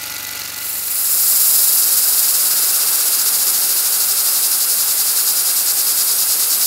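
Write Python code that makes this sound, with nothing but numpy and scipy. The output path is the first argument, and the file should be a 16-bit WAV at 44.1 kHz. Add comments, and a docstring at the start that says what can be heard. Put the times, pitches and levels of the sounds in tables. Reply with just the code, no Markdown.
"""Suction-driven toy engine

A toy-brick piston engine runs close by on the suction of a vacuum cleaner's metal wand.
At first it clatters along fast: knocks, puffs of air, a plastic rasp, a low chug and a gear whine.
Then the wand slips off the inlet and turbulent air rushes in with a loud hiss. The engine loses
its drive and slows, and its valve makes the hiss throb once a turn."""
import sys
import numpy as np
from scipy.fft import rfft, irfft, next_fast_len
from scipy.io import wavfile
from scipy.ndimage import map_coordinates

SR = 44100
rng = np.random.default_rng(int(sys.argv[2]) if len(sys.argv) > 2 else 0)


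def wav_out(sig):
    """Save sig, one row per channel (or a flat mono array), as 16-bit PCM at SR to the path in sys.argv[1]."""
    wavfile.write(sys.argv[1], SR, np.round(np.clip(np.atleast_2d(sig).T, -1, 1) * 32767).astype(np.int16))


N = 293706

# cross resonances and notches of the wand: f/Hz, half width/Hz, gain/dB
WAND_MODES = [(4587, 180, 2.9), (5043, 242, 6.1), (5662, 138, 4.4), (6100, 80, -2), (6515, 212, 3.9),
              (6899, 86, 5.9), (7351, 243, 4.2), (7797, 128, 5.7), (8020, 70, -1.5), (8234, 105, 2.4),
              (8617, 151, 3), (9502, 110, 3.5), (9896, 69, 2.1), (11347, 155, 1.6), (11680, 146, 1.6),
              (12020, 140, -5.5), (13272, 175, 3.5), (14302, 245, 2), (15350, 130, -2)]


def amp(db):
    """Amplitude ratio of a level in decibels."""
    return 10 ** (np.asarray(db) / 20)


def wobble(rate):
    """Smooth random fluctuation: a spline through rate random knots a second."""
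    knots = rng.standard_normal(int(N * rate / SR) + 4)
    return map_coordinates(knots, [np.arange(N) * rate / SR])


def filtered(x, response):
    """Linear filtering: the spectrum of x times a frequency response."""
    size = next_fast_len(N + SR // 4)
    return irfft(rfft(x, size) * response(np.fft.rfftfreq(size, 1 / SR)), size)[..., :N]


def coloured(x, spectrum, peaks=()):
    """Source and filter: x through a broad spectrum with bell-shaped resonances, scaled to rms 1."""
    f, db = np.transpose(spectrum)
    broad = lambda hz: np.interp(np.log(hz + 1), np.log(f), db)
    bells = lambda hz: sum(gain * np.exp(-((hz - centre) / width) ** 2) for centre, width, gain in peaks)
    shaped = filtered(x, lambda hz: amp(broad(hz) + bells(hz)))
    return shaped / np.sqrt(np.mean(shaped ** 2) + 1e-20)


def white():
    """Gaussian noise with a flat spectrum."""
    return rng.standard_normal(N)


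def each_turn(turns, spread_db):
    """Cycle-to-cycle variation: a new random gain for every turn."""
    gains = amp(spread_db * rng.standard_normal(int(turns.max()) + 2))
    return gains[np.floor(turns).astype(int) + 1]


def fade(t, start_s, tau_s, rest_db):
    """Exponential relaxation: a gain holds at 1, then sinks towards a remainder."""
    return amp(rest_db) + (1 - amp(rest_db)) * np.exp(-np.maximum(t - start_s, 0) / tau_s)


def harmonics(cycles, partials, slack, flutter_db):
    """Harmonics of a rotation; slack (in cycles) modulates the phase and smears the higher ones."""
    phase = cycles + slack * wobble(45.1)
    sound = np.zeros(N)
    for order, db in partials:
        peak = np.sqrt(2) * amp(db + flutter_db * wobble(15.6))
        sound += peak * np.sin(2 * np.pi * (order * phase + rng.random()))
    return sound


def crank_speed(t, full_hz=23.78, final_hz=8.949, slow_from_s=0.716, slow_s=2.5893):
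    """Rotation rate: full speed at first, then the engine coasts down towards a slow run."""
    slowing = np.maximum(t - slow_from_s, 0) / slow_s
    return final_hz + (full_hz - final_hz) * np.exp(-slowing ** 1.6168)


def knocks(turns, speed):
    """Impact excitation: the loose linkage strikes at set crank angles, a thud and a rattle of bricks."""
    # impacts: angle/turns, relative level/dB, rattle time scale/ms
    impacts = [(0.9, -2, 3.4), (.64, -10, 2.2), (.31, -4.5, 2.1)]
    # spectra of the rattle and the thud: f/Hz, relative level/dB
    rattle_spectrum = [(30, -50), (300, -14), (1000, -16), (2200, -3), (3200, -10.5), (4300, 3.5),
                       (5400, -3), (6500, -0.5), (8500, -8), (15500, -25)]
    thud_spectrum = [(100, -40), (200, -5), (290, 1), (370, -2), (560, -5), (700, 2), (1000, -1),
                     (1600, -15), (3000, -40)]
    envelope, blows = np.zeros(N), np.zeros(N)
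    for angle, db, scale_ms in impacts:
        since_ms = (turns - angle) % 1 / speed * 1000
        strength = amp(db) * each_turn(turns - angle, spread_db=0.9)
        envelope += strength * since_ms / scale_ms * np.exp(-2 * since_ms / scale_ms)
        blows += np.exp(-since_ms / 0.14)
    rattle = amp(-34.5) * coloured(envelope * white(), rattle_spectrum)
    return rattle + amp(-50.5) * coloured(blows, thud_spectrum)


def puffs(t, turns, seep=0.3):
    """Pulsed turbulence: air spurts past the piston; a turn's first spurt whistles, loudest early on."""
    # spurts: angle/turns, half width/turns, relative level/dB
    strokes = [(.47, 0.091, -6.5), (.81, 0.076, -4), (.99, .03, -11)]
    # spectra of the hiss and the whistle: f/Hz, relative level/dB
    hiss_spectrum = [(30, -50), (500, -2.5), (1400, -2.5), (3200, -5), (4600, -6), (6500, 1), (8500, 0),
                     (11200, 5), (13500, 6), (15500, 1)]
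    whistle_spectrum = [(9000, -40), (11600, -12), (12050, 6), (12500, -12), (15000, -40)]
    spurts = []
    for angle, width, db in strokes:
        offset = (turns - angle + 0.5) % 1 - 0.5
        strength = amp(db) * each_turn(turns - angle + 0.5, spread_db=1.2)
        spurts.append(strength * np.exp(-(offset / width) ** 2))
    hiss = coloured((seep + sum(spurts)) * white(), hiss_spectrum)
    whistle = amp(-7) * coloured(spurts[0] * white(), whistle_spectrum)
    return amp(-29.5) * (hiss + fade(t, start_s=0.29, tau_s=0.12, rest_db=-6) * whistle)


def rasp(t, turns, swell_at_s=0.4, swell_width_s=0.054):
    """Friction noise: plastic rubs on plastic, harder on the working stroke and at every gear tooth."""
    # spectrum of the rubbing: f/Hz, relative level/dB
    spectrum = [(30, -50), (150, -7.5), (400, -11), (1000, -10.5), (1380, 4), (1750, -6), (2100, 1),
                (2750, 3), (3150, -4), (4200, 2.5), (7000, -4), (15000, -10.5)]
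    stroke_db = 1.4 * np.cos(2 * np.pi * (turns - 0.68))
    tooth_db = 1.6 * np.cos(2 * np.pi * tooth_cycles(turns))
    swell_db = 1.5 * np.exp(-((t - swell_at_s) / swell_width_s) ** 2)
    return amp(-31.5 + swell_db) * coloured(amp(stroke_db + tooth_db) * white(), spectrum)


def tooth_cycles(turns, teeth=12):
    """Gear meshing: one cycle of contact for each tooth that passes."""
    return teeth * turns


def chug(turns):
    """Forced vibration: the frame shakes at harmonics of the rotation rate."""
    # frame shake: multiple of the rotation rate, level/dB at full drive
    partials = [(1, -76), (2, -62), (3, -58.5), (4, -52.5), (5, -57), (6, -57.5), (7, -61.5), (10, -60),
                (13, -55.5), (19, -57.5)]
    return harmonics(turns, partials, slack=0.002, flutter_db=0)


def gear_whine(turns):
    """Mesh harmonics: play between the teeth modulates their phase, uneven contact their amplitude."""
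    # mesh tones: multiple of the tooth rate, level/dB at full drive
    partials = [(1, -64), (2, -58), (3, -50.5), (5, -43), (6, -53), (7, -42.5), (8, -59), (9, -56),
                (10, -47.5)]
    return harmonics(tooth_cycles(turns), partials, slack=0.03, flutter_db=2.4)


def engine(t, turns, speed):
    """Weakening excitation: clatter, chug and whine fade as the suction that drives the crank leaks."""
    drive = fade(t, start_s=0.42, tau_s=0.98, rest_db=-42)
    clatter = knocks(turns, speed) + puffs(t, turns) + rasp(t, turns)
    return drive * clatter + drive ** 0.9 * chug(turns) + drive ** 1.9 * gear_whine(turns)


def opening(t):
    """Aperture of the wand, 0 to about 1: each slip off the inlet starts quickly and comes to rest."""
    # slips: start t/s, duration/s, share of the full opening
    slips = [(0.55, 0.19, .22), (0.85, 0.74, 0.81)]
    return sum(share * np.sin(np.pi / 2 * np.clip((t - start) / duration, 0, 1))
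               for start, duration, share in slips)


def valve_throb(turns, speed, flow, steepness=3.2, open_bias=0.15, lag_hz=25):
    """Amplitude modulation: the valve throttles the air once a turn; at speed the flow follows less."""
    valve = np.tanh(steepness * (np.cos(2 * np.pi * (turns - 0.12)) + open_bias))  # -1 shut, 1 open
    depth = 1.18 * flow / np.hypot(1, speed / lag_hz)
    return depth * valve * each_turn(turns + 0.31, spread_db=1.1)


def spitting(eddies):
    """Intermittent turbulence: small eddies make the noise spit."""
    return eddies * amp(0.9 * wobble(5000)) * white()


def housing_rush(t, flow, throb):
    """Cavity resonance: turbulent air rings the hollow brick housing with a low rush."""
    # spectrum of the rush: f/Hz, relative level/dB
    spectrum = [(25, -42), (60, -22), (100, -14.5), (160, -6), (290, -4), (430, 0), (1000, -1),
                (1900, -0.5), (3200, -1.5), (4500, 4), (8000, -53)]
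    # resonances and a notch of the housing: f/Hz, half width/Hz, gain/dB
    housing_modes = [(816, 103, 3), (1155, 114, 3.5), (1376, 153, 6.5), (1616, 140, 3), (1805, 64, -3),
                     (2694, 79, 4.5)]
    # rush with the wand fully open: t/s, level/dB
    levels = [(1.4, -32.5), (2.9, -30), (4.5, -31.5), (6.66, -31.5)]
    level_db = np.interp(t, *np.transpose(levels)) + 0.21 * throb
    return flow ** 0.68 * amp(level_db) * coloured(white(), spectrum, housing_modes)


def wand_hiss(flow, throb, eddies):
    """Duct resonance: the intake noise and a brighter jet excite the cross modes of the wand."""
    # spectra of the intake and the jet: f/Hz, relative level/dB
    intake_spectrum = [(100, -54), (1000, -31), (3000, -13), (3400, -11.5), (3800, -3), (4300, 0.5),
                       (6000, 0), (7500, -1.5), (10000, -9.5), (15500, -6)]
    jet_spectrum = [(2000, -47), (4500, -17.5), (6200, -19.5), (8000, -7), (9500, -2.5), (11200, 0),
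                    (12600, -3), (14000, -3), (15600, -5.5)]
    intake = coloured(spitting(eddies), intake_spectrum, WAND_MODES)
    jet = coloured(spitting(eddies), jet_spectrum, WAND_MODES)
    return flow ** 0.93 * amp(-22 + 2.3 * throb) * intake + flow * amp(-16.5 + 0.8 * throb) * jet


def gap_hiss(turns, flow, throb, eddies):
    """Slit turbulence: a narrow gap hisses high; while it is tiny, the piston strokes shake its flow."""
    # spectrum of the gap: f/Hz, relative level/dB
    spectrum = [(100, -70), (3000, -40), (6300, -18), (7300, -6), (8300, -8), (10200, -2.5), (11300, 0.5),
                (12700, -2), (14500, -1.5), (15600, -1.5)]
    shake_db = 2.2 * (1 - flow) * np.cos(2 * np.pi * (turns - 0.66))
    level_db = -12.5 + shake_db + 0.5 * throb + 0.93 * wobble(70)
    return amp(level_db) * coloured(spitting(eddies), spectrum, WAND_MODES)


def edge_tone(flow, onset_flow=0.28, full_flow=0.6):
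    """Edge tone: once the gap is wide enough, air sings in a narrow band at its lip."""
    # peak of the singing: f/Hz, half width/Hz, gain/dB
    lip_peak = [(5160, 470, 15)]
    spectrum = [(2500, -44), (5100, 4), (10000, -38)]  # f/Hz, relative level/dB
    onset = np.clip((flow - onset_flow) / (full_flow - onset_flow), 0, 1)
    return onset * amp(-32.5) * coloured(white(), spectrum, lip_peak)


def air(t, turns, speed):
    """Flow noise grows with the opening; the sounds of the narrow gap lead, then recede."""
    flow = opening(t)
    throb = valve_throb(turns, speed, flow)
    eddies = amp(0.21 * wobble(35) + 0.3 * wobble(450))
    inrush = housing_rush(t, flow, throb) + wand_hiss(flow, throb, eddies)
    gap_gain = flow ** 0.68 * fade(t, start_s=1.52, tau_s=0.98, rest_db=-14)
    return inrush + gap_gain * (gap_hiss(turns, flow, throb, eddies) + edge_tone(flow))


def scene():
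    """Superposition at one spot: engine and air, timed by one crank, over faint background noise."""
    t = np.arange(N) / SR
    speed = crank_speed(t)
    turns = np.cumsum(speed) / SR
    background_spectrum = [(20, -30), (120, -2), (1000, 8), (15000, -25)]  # f/Hz, relative level/dB
    background = amp(-69) * coloured(white(), background_spectrum)
    sound = engine(t, turns, speed) + air(t, turns, speed) + background
    return np.array([sound, sound])


def record(dry):
    """Band limiting: an ideal low-pass filter removes the highest treble."""
    return filtered(dry, lambda hz: hz < 15750)


dry = scene()
out = record(dry)
wav_out(out)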